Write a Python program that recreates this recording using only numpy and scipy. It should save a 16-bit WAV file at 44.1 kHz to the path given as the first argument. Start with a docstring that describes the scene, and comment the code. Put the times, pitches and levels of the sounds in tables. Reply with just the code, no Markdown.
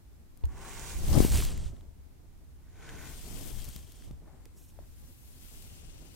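"""Brush bristles swish down long hair in a quiet room, heard close, by a microphone at each ear of the head.
Strokes and crown scrapes are streams of tiny slips on noise, coloured apart for each kind of contact.
Strands snap free as short noise bursts; two short thin hisses, mostly treble, are played centred.
The head's drag is noise rumble and rub; thuds, pops, knocks and a few pitched ticks are quickly ringing sines.
Hiss and a low murmur from each microphone lie under it all."""
import sys
import numpy as np
from scipy import signal
from scipy.fft import rfft, irfft, next_fast_len
from scipy.io import wavfile
from scipy.ndimage import uniform_filter1d, map_coordinates

SR = 44100
rng = np.random.default_rng(int(sys.argv[2]) if len(sys.argv) > 2 else 0)


def digitize_waveform(pressure):
    """Quantize a signal to 16-bit integers and store it at the path in sys.argv[1].

    Rows of a 2-D input are taken as channels; values are limited to [-1, 1].
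    """
    field = np.atleast_2d(pressure).T
    bounded = np.clip(field, -1, 1)
    quanta = np.round(bounded * 32767).astype(np.int16)
    wavfile.write(sys.argv[1], SR, quanta)


N = 271215  # samples


def amp(db):
    """Decibels to gain."""
    return 10 ** (np.asarray(db) / 20)


def unit(x):
    """Scaled to rms 1."""
    return x / np.sqrt(np.mean(x ** 2) + 1e-20)


def curves(rows):
    """One value per sample for each column after the time."""
    times_s, *columns = np.transpose(rows)
    return [np.interp(np.arange(N) / SR, times_s, column) for column in columns]


def strokes(tables, fade_s=0.25):
    """Tables joined into curves; the level sinks away just outside each table."""
    rows = []
    for table in tables:
        first, last = table[0], table[-1]
        before = (first[0] - fade_s, -100, *first[2:])
        after = (last[0] + fade_s, -100, *last[2:])
        rows += [before, *table, after]
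    return curves(rows)


def ears(pan_db):
    """Left and right gains; a positive pan leans left."""
    return amp(np.array([pan_db / 2, -pan_db / 2]))


def spread(pair, alike):
    """Two unrelated streams mixed to a given likeness of the ears."""
    turn = np.arccos(np.clip(alike, -1, 1)) / 2
    mid, side = np.cos(turn) * pair[0], np.sin(turn) * pair[1]
    return np.array([mid + side, mid - side])


def wobble(rate, channels=1):
    """Smooth random curves, rate knots a second."""
    knots = rng.standard_normal((channels, int(N * rate / SR) + 4))
    return np.array([map_coordinates(k, [np.arange(N) * rate / SR]) for k in knots])


def coloured(x, spectrum):
    """x through a spectrum of (hz, db) points on a log axis, each channel at rms 1."""
    size = next_fast_len(N + 8192)
    hz, db = np.transpose(spectrum)
    bins_hz = np.fft.rfftfreq(size, 1 / SR)
    gain = amp(np.interp(np.log(bins_hz + 1), np.log(hz + 1), db, left=-120, right=-120))
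    shaped = irfft(rfft(x, size) * gain, size)[:, :N]
    return np.array([unit(channel) for channel in shaped])


def patched(pair, depth_db):
    """Bands swell and sink on their own as different tufts of bristles catch."""
    z = signal.stft(pair, nperseg=256)[2]
    field = rng.standard_normal(z.shape[1:])
    field = uniform_filter1d(field, size=7, axis=0)
    field = uniform_filter1d(field, size=6, axis=1)
    return signal.istft(z * amp(depth_db * unit(field)), nperseg=256)[1][:, :N]


def slips(spread_db, share, clump_db, centre_hz, patchy_db, count, cycles=0.99):
    """Two streams of tiny slips at shared moments, each a short ring at its own pitch, on a clumped bed of noise."""
    when, pitch, size, *phases = rng.random((count, 5)).T
    k = np.arange(96)  # samples in one slip
    pitch_hz = np.clip(centre_hz * 4 ** (2 * pitch - 1), 300, 16000)
    turns = np.outer(pitch_hz / SR, k)
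    strength = amp(-spread_db * np.log(np.maximum(size, .008)))
    shape = strength[:, None] * np.exp(-turns / cycles - k / 30)
    where = ((when * N).astype(int)[:, None] + k).ravel()
    streams = []
    for phase in phases:
        rings = shape * np.sin(2 * np.pi * (turns + phase[:, None]))
        streams.append(np.bincount(where, rings.ravel(), minlength=N)[:N])
    grains = np.diff(np.array(streams), prepend=0)  # the faster the slip, the better it radiates
    share = np.clip(share, .05, .95)  # of the power, against the noise
    bed = np.sqrt(share) * unit(grains) + np.sqrt(1 - share) * rng.standard_normal((2, N))
    clumps = amp(clump_db * (0.56 * wobble(14) + wobble(60)))
    return patched(bed, patchy_db) * clumps


# spectrum of the microphones' hiss and low murmur: [hz, level_db (dB per Hz, relative)]
HISS_SPECTRUM = [(8.8, -30), (15, -9), (79, -2.5), (116, -18.5), (207, -25), (240, -19.5), (394, -30.5),
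                 (512, -38), (793, -36.5), (1510, -39), (2020, -40), (2860, -42.5), (14700, -44.5),
                 (16000, -49)]


def microphone_hiss():
    """Each microphone has its own unrelated hiss and low murmur."""
    return amp(-54.5) * coloured(rng.standard_normal((2, N)), HISS_SPECTRUM)


# the head shakes under the brush, levels before wobble and pan: [time_s, deep_rumble_db, rub_db]
HEAD_SHAKE = [(0.0, -70, -67), (0.4, -54, -64.5), (0.52, -48, -56), (0.87, -44.5, -53.5), (1.03, -31, -47),
              (1.14, -20, -34.5), (1.175, -22.5, -28.5), (1.2, -20.5, -33.5), (1.23, -23.5, -34),
              (1.28, -29.5, -39), (1.35, -20.5, -37.5), (1.47, -27.5, -44.5), (1.67, -35, -49.5),
              (1.78, -45, -58), (1.92, -51.5, -65), (2.7, -56, -67.5), (2.88, -47, -53.5),
              (3.23, -44.5, -55), (3.31, -41, -51.5), (3.4, -39, -47), (3.5, -39.5, -50.5),
              (3.58, -41.5, -58.5), (3.65, -45.5, -54.5), (3.72, -48, -58), (3.81, -47, -58),
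              (3.92, -52.5, -63.5), (4.06, -48, -57), (4.13, -41, -61), (4.25, -53.5, -59), (4.7, -60, -68),
              (4.81, -52, -61), (4.92, -56, -67), (5.6, -54.5, -60), (5.85, -53, -60), (6.15, -53, -59)]
# spectrum of the deep rumble: [hz, level_db (dB per Hz, relative)]
DEEP_SPECTRUM = [(8.8, -25), (15, 5.5), (35, 2), (52, 2.5), (70, 1), (95, -3.5), (124, -8.5), (203, -18.5),
                 (220, -31), (290, -37), (480, -120)]
# spectrum of the rub: [hz, level_db (dB per Hz, relative)]
RUB_SPECTRUM = [(60, -31), (130, -2), (200, -7), (330, -9), (500, -16), (800, -20.5), (1300, -30),
                (2500, -43)]
RUB_LEFT_DB, RUB_FOLLOWS, DEEP_FOLLOWS = 0.5, 0.8, 0.15  # rub follows the swish's pan, rumble the rub's
RUB_SOFT_DB, RUB_LEANS = -49, 0.31  # dB further left per dB of rub above the soft level


def head_rumble():
    """Lumpy noise through hair and bone: the rumble unrelated from ear to ear, the rub only a little alike."""
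    deep_db, rub_db = curves(HEAD_SHAKE)
    swish_pan_db = strokes(SWISH_STROKES)[2]
    pan_db = RUB_LEFT_DB + RUB_FOLLOWS * swish_pan_db
    pan_db = pan_db + RUB_LEANS * np.maximum(rub_db - RUB_SOFT_DB, 0)
    deep = coloured(rng.standard_normal((2, N)), DEEP_SPECTRUM)
    deep = deep * amp(2.3 * wobble(7, channels=2))
    rub = rng.standard_normal((2, N)) * amp(2.37 * wobble(45, channels=2))
    rub = spread(coloured(rub, RUB_SPECTRUM), 0.26) * amp(0.7 * wobble(12))
    return amp(deep_db) * ears(DEEP_FOLLOWS * pan_db) * deep + amp(rub_db) * ears(pan_db) * rub


# thuds, pops, knocks and a few pitched ticks, sizes before rise and decay:
# [start_s, left_size (1 = full scale), right_size (1 = full scale), pitch_hz, t60_s, rise_s]
KNOCKS = [(.4345, .36, -.34, 66, .08, .0075), (.438, .085, .085, 62, .12, .006),
          (.465, .075, .05, 58, .09, .003), (.473, .04, -.04, 60, .25, .006),
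          (.4375, .03, -.005, 420, .02, .0008), (.439, .006, .006, 900, .03, .0005),
          (1.1695, .4, 0, 130, .025, .001), (1.1774, .9, .05, 270, .01, .0009),
          (1.2034, 2.1, 0, 260, .0095, .001), (1.2035, 0, -.45, 160, .018, .0008),
          (1.2245, .25, 0, 200, .014, .0006), (1.2483, .6, 0, 300, .011, .0008),
          (1.2495, .1, -.45, 140, .016, .0008), (2.682, .0015, .0015, 1600, .012, .0004),
          (2.8215, .004, .004, 1300, .012, .0004), (2.891, .012, .012, 1700, .014, .0004),
          (3.759, -.03, -.01, 150, .03, .001), (4.1095, -.04, -.015, 170, .015, .0003),
          (4.461, .003, .003, 450, .03, .001), (4.7892, -.012, -.012, 620, .016, .0002),
          (4.803, .004, .003, 330, .05, .002), (4.788, -.012, -.008, 60, .06, .003)]


def knocks():
    """Each thud, pop, knock or pitched tick is a quickly decaying sine with its own size and sign at either ear."""
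    out, t = np.zeros((2, N + SR)), np.arange(SR // 4) / SR
    for start_s, left, right, pitch_hz, t60_s, rise_s in KNOCKS:
        onset = 1 - np.exp(-(t / rise_s) ** 2)
        ring = np.sin(2 * np.pi * pitch_hz * t) * amp(-60 * t / t60_s) * onset
        out[:, round(start_s * SR):][:, :len(t)] += np.outer([left, right], ring)
    return out[:, :N]


# two short thin hisses: [start_s, length_s, level_db]
THIN_HISSES = [(4.577, 0.067, -63), (4.689, 0.012, -67)]
# their spectrum: [hz, level_db (dB per Hz, relative)]
THIN_SPECTRUM = [(2350, -10), (4000, -10), (4930, -13), (5540, -5), (8310, -4), (9170, -6), (13400, -6),
                 (16000, -12)]
THIN_EDGE_DB_PER_S = 458


def thin_hisses():
    """Two short thin hisses, mostly treble, played centred: slips and noise with steep edges."""
    t = np.arange(N) / SR
    level = np.zeros(N)
    for start_s, length_s, level_db in THIN_HISSES:
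        outside_s = np.maximum(0, np.maximum(start_s - t, t - start_s - length_s))
        level += amp(level_db - THIN_EDGE_DB_PER_S * outside_s)
    pair = slips(spread_db=0, share=0.18, clump_db=-0.5, centre_hz=6000, patchy_db=3.0, count=5000)
    return level * spread(coloured(pair, THIN_SPECTRUM), 1.0)


# strands snapping free: [start_s, peak_db (mean of the ears), dullness_db (low band over middle), pan_db (left over right)]
STRAND_TICKS = [(0.3736, -49, -12, 9), (0.409, -59, -6, -2), (0.4384, -45, 22, -10), (0.454, -44.5, -4, 7),
                (0.522, -57, -4, 1), (1.203, -29.5, 5, -5), (1.249, -29, -7, -1), (1.304, -42, 0, 3),
                (1.3206, -26.5, 1, -1), (1.343, -30, -2, 5), (1.3538, -32, 5, 1), (1.358, -32, -10, -10),
                (1.373, -31, -4, 5), (1.403, -31, 9, -1), (1.423, -31, 6, -1), (1.45, -28, -7, 4),
                (1.4868, -39, 4, 2), (1.519, -41, 5, 2), (1.576, -38.5, -0.5, -1), (1.765, -55, 14, -3),
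                (1.809, -53, 3, 2), (2.877, -50, 14, -1), (2.8911, -39.5, 8, 8), (3.6428, -37, -9, 7),
                (3.6458, -38, -10, 2), (3.652, -37.5, -7, 4), (3.6848, -40, -8, 3), (3.689, -36, -13, 6),
                (3.762, -34, -8, 5), (3.9206, -44.5, -11, 5), (4.022, -49, 7, 6), (4.1107, -49.5, 1, 2),
                (4.455, -44, 0, 0), (4.765, -67, 18, 0), (4.79, -62, 26, 0), (5.623, -41, -6, 7)]
# the three bands of a snap: [low_hz, high_hz]
SNAP_BANDS = [(900, 3800), (3800, 9500), (9500, 15500)]
TICK_TOP_DB, DULL_CUTS = -3, 0.51  # top band against the middle one; share of the dullness it also loses


def ticks():
    """Each snap is a burst of noise a few milliseconds long, with its own weight in three bands."""
    out, t = np.zeros((2, N + SR)), np.arange(1024) / SR
    envelope = amp(-60 * t / 0.01) * (1 - np.exp(-t / 0.00015))
    noise = rng.standard_normal((len(STRAND_TICKS), 3, 3, len(t))) * envelope
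    filters = [signal.butter(3, band, "band", fs=SR, output="sos") for band in SNAP_BANDS]
    for (start_s, peak_db, dull_db, pan_db), bursts in zip(STRAND_TICKS, noise):
        weights_db = dull_db, 0, TICK_TOP_DB - DULL_CUTS * dull_db
        bands = [amp(db) * unit(signal.sosfilt(f, burst))
                 for db, f, burst in zip(weights_db, filters, bursts)]
        shared, left, right = sum(bands)
        apart = 0.11 + 0.086 * abs(pan_db)  # snaps off to one side differ more between the ears
        both = ears(pan_db)[:, None] * (shared + apart * np.array([left, right]))
        peak = np.abs(both.mean(axis=0)).max()
        out[:, round(start_s * SR):][:, :len(t)] += amp(peak_db) * both / peak
    return out[:, :N]


FADE_DB = 7.5  # how far under its held level a contact ends


def contact(start_s, swell_s, swell_db, hold_s, fade_s, level_db, sag_db, first_db, last_db):
    """Level and brightness of one contact: swell, sagging hold, fade; the colour drifts evenly."""
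    times_s = start_s + np.cumsum([0, swell_s, hold_s, fade_s])
    levels_db = level_db - np.array([swell_db, 0, sag_db, sag_db + FADE_DB])
    bright_db = np.interp(times_s, times_s[[0, -1]], [first_db, last_db])
    return strokes([list(zip(times_s, levels_db, bright_db))])


# bristles on the crown, one row a contact, level before side and treble are added:
# [start_s, swell_s, swell_depth_db, hold_s, fade_s, level_db, sag_db (over the hold),
#  first_brightness_db, last_brightness_db, treble_pan_db (left over right)]
CROWN_CONTACTS = [(0.515, 0.14, 11, 0.25, 0.087, -49, 2.5, -5, 12.5, -3.5),
                  (2.662, 0.18, 20.5, 0.23, 0.065, -55.5, -1.5, -1.5, 5, 0.5),
                  (4.24, 0.036, 18, 0.1, 0.1, -63, 8.5, -18, 2, 17),
                  (4.785, 0.012, 4, 0.045, 0.02, -71.5, 0, -5, -4, 2)]
# what the ears share, one spectrum for each of the first three contacts: [hz, level_db (dB per Hz, relative)]
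SCALP_MID_SPECTRA = [
    [(180, -32), (300, -6), (385, 1.5), (546, -10.5), (708, -6.5), (758, 1), (836, -5), (922, 3),
     (1000, -3), (1070, 1.5), (1190, -3), (1280, -18), (1350, -4.5), (1480, -3), (1680, -7.5), (2260, -8),
     (3030, -14.5), (4300, -19), (5200, -15), (6960, -13), (8500, -16.5), (11500, -23.5), (15000, -25),
     (16000, -18)],
    [(180, -21), (300, -12), (462, 8), (511, -21), (645, -1.5), (1080, -0.5), (1230, -8), (1400, -2),
     (1500, 6.5), (1600, -2.5), (1760, -2), (2300, -4), (2700, -9), (2870, -12), (3200, -10), (4500, -17),
     (6960, -11), (7950, -30), (12100, -25), (16000, -38)],
    [(180, -22), (300, -21), (445, -9), (561, 0.5), (850, -1), (1100, -8), (1600, -11), (2050, -10),
     (2300, -17), (3000, -22), (3900, -63), (6600, -120)],
]
# what is opposed between the ears: [hz, level_db (dB per Hz, relative)]
SCALP_SIDE_SPECTRUM = [(180, -37), (300, -34), (337, 0), (502, -5), (774, -1), (842, -6), (2170, -12),
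                       (3640, -9), (5700, -15), (7690, -2), (10600, -15), (12700, -13), (16000, -20)]


def crown():
    """Bristles scrape the scalp: slips coloured by the contact, plus a part opposed between the ears."""
    a, b = slips(spread_db=3.5, share=0.22, clump_db=0.4, centre_hz=2340, patchy_db=0.7, count=12000)
    side = amp(-3.5) * coloured(b[None], SCALP_SIDE_SPECTRUM)[0]
    lowpass = signal.butter(2, 2300, fs=SR, output="sos")
    # the short fourth contact borrows the third one's colour
    spectra = SCALP_MID_SPECTRA + SCALP_MID_SPECTRA[-1:]
    out = np.zeros((2, N))
    for (*shape, pan_db), spectrum in zip(CROWN_CONTACTS, spectra):
        level_db, bright_db = contact(*shape)
        mid = coloured(a[None], spectrum)[0]
        both = np.array([mid + side, mid - side])
        low = signal.sosfiltfilt(lowpass, both)
        treble = amp(bright_db) * ears(pan_db)[:, None] * (both - low)
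        out += amp(level_db) * (low + treble)
    return out


# bristles down the hair, one table a stroke, level before the bands are summed:
# [time_s, level_db, air_db (treble above 10 kHz, relative), pan_db (left over right),
#  likeness of the ears (-1..1) under 6.5 kHz, up to 10 kHz, above 10 kHz]
SWISH_STROKES = [
    [(0.92, -73, 14, 4, .2, -.4, -.5), (1.016, -52, -1, 0, .3, -0.15, -.5),
     (1.09, -45, -1, 0, 0.32, -0.26, -0.54), (1.14, -43, -4, 4.5, 0.49, -.2, -.1),
     (1.184, -41, -3.5, 5.5, 0.35, -0.086, -0.072), (1.238, -39.5, -1, 2.5, 0.98, .4, .4),
     (1.306, -44, -4.5, -1, 1, 0.62, 0.67), (1.358, -39, -4.5, -0.5, 1, .75, .6),
     (1.43, -43, -2.5, 0, 1, 0.19, 0.14), (1.568, -55.5, -8, 0, 1, -0.032, -0.98),
     (1.675, -56.5, -7, 0, 1, -0.16, -0.89), (1.726, -70.5, -8, 2, 0.67, 0, -.5),
     (1.83, -79, -15, 3, .8, -0.063, -.4)],
    [(2.93, -67, 0, 2, .2, -.4, -.1), (3.08, -56, -3, 7, .15, -.3, 0),
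     (3.194, -53.5, -3.5, 3, 0.17, 0.34, 0), (3.38, -52.5, -2.5, 9.5, 0.12, 0.46, 0),
     (3.49, -52, -1, 8, .45, .45, .3), (3.54, -55.5, -1.5, 7, 0.53, 0.51, .55),
     (3.63, -54.5, -4, 6, .6, 0.5, .6), (3.77, -57.5, -4, 3, 0.62, 0.45, .6),
     (3.84, -64.5, -3.5, 4.5, .55, 0.18, .3), (4.052, -62.5, -5.5, 1.5, 0.65, -0.002, -.1),
     (4.17, -81, -6, 2, .5, .1, -.1)],
    [(4.74, -72.5, -1.5, 4, 0.12, -0.15, .4), (5.03, -66, -1.5, 4, -0.2, -0.51, .4),
     (5.19, -66, 0, 4, -.5, 0, .5), (5.36, -62.5, -1, 4.5, -0.3, -.2, 0.0086),
     (5.544, -58, -2, 5.5, -.35, 0.11, .35), (5.732, -58.5, -3.5, 3.5, -.45, -.2, 0),
     (5.87, -61, -7, 6, -0.34, -0.67, -.55), (6.15, -62.5, -3, 7, -0.33, -0.67, -0.41)],
]
# the hollow between brush and head lifts one band, one row a stroke: [pitch_hz, width_hz, end_level_db]
HOLLOW_BANDS = [(3070, 550, -18), (3200, 330, -12), (2750, 640, -12)]
# crisp snags crowd in where the hair tangles: [time_s, level_db (against the crackle, before colouring)]
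TANGLE_LEVELS = [(1.0, -11.5), (1.2, -8.5), (1.5, -6.5), (1.6, -15), (3.4, -13.5), (3.6, -7), (3.8, -7),
                 (4.1, -13), (5.0, -20)]
# main spectrum of the strands: [hz, level_db (dB per Hz, relative)]
HAIR_SPECTRUM = [(2100, -20.5), (2600, -4), (3300, -1), (3800, -2), (5000, -1), (6500, -0.5), (8500, 1),
                 (9800, -5.5), (12000, -44)]
# spectrum of the top treble: [hz, level_db (dB per Hz, relative)]
AIR_SPECTRUM = [(8500, -17.5), (10500, -4), (13000, -1), (16000, -6.5)]
# spectrum of the fullness, mostly under 2.5 kHz: [hz, level_db (dB per Hz, relative)]
FULL_SPECTRUM = [(500, -4), (900, -2.5), (1500, -1.5), (2200, -1), (2900, -17)]
FULL_DB, FULL_PER_DB = -9.5, 0.05  # fullness at the loudest moment; dB it falls per dB of softer stroke


def swish():
    """Bristles slide down the strands: a dense, bright crackle that the ears lift near 3 and 8 kHz."""
    level_db, air_db, pan_db, *alike = strokes(SWISH_STROKES)
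    snagging = 0.23 + 0.0045 * (level_db + 47.5)  # the harder the stroke, the more strands catch and slip
    pair = slips(spread_db=1.5, share=snagging, clump_db=0.5, centre_hz=3740, patchy_db=1.06, count=9000)
    snags = slips(spread_db=3, share=.95, clump_db=1.5, centre_hz=2400, patchy_db=0.3, count=2000, cycles=2.5)
    pair = pair + amp(curves(TANGLE_LEVELS)[0]) * snags
    bright = coloured(pair, HAIR_SPECTRUM)
    under = signal.sosfiltfilt(signal.butter(3, 6500, fs=SR, output="sos"), bright)
    full_db = FULL_DB + FULL_PER_DB * (level_db - level_db.max())
    long_waves = under + amp(full_db) * coloured(pair, FULL_SPECTRUM)
    for table, (pitch_hz, width_hz, end_db) in zip(SWISH_STROKES, HOLLOW_BANDS):
        span = slice(round(table[0][0] * SR), round(table[-1][0] * SR))
        growth = np.linspace(0, 1, span.stop - span.start)  # stronger late in the stroke
        resonator = signal.iirpeak(pitch_hz, pitch_hz / width_hz, SR)
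        ringing = unit(signal.lfilter(*resonator, pair[:, span]))
        long_waves[:, span] += amp(end_db) * growth * ringing
    bands = long_waves, bright - under, amp(air_db) * coloured(pair, AIR_SPECTRUM)
    return amp(level_db) * ears(pan_db) * sum(map(spread, bands, alike))


def scene():
    """Brush, hair and head."""
    return head_rumble() + knocks() + thin_hisses() + ticks() + crown() + swish()


def record(dry):
    """The microphones add their hiss; nothing is kept above the band limit."""
    wet = dry + microphone_hiss()
    size = next_fast_len(N + 8192)
    kept = np.fft.rfftfreq(size, 1 / SR) < 15850  # Hz
    return irfft(rfft(wet, size) * kept, size)[:, :N]


dry = scene()
out = record(dry)
digitize_waveform(out)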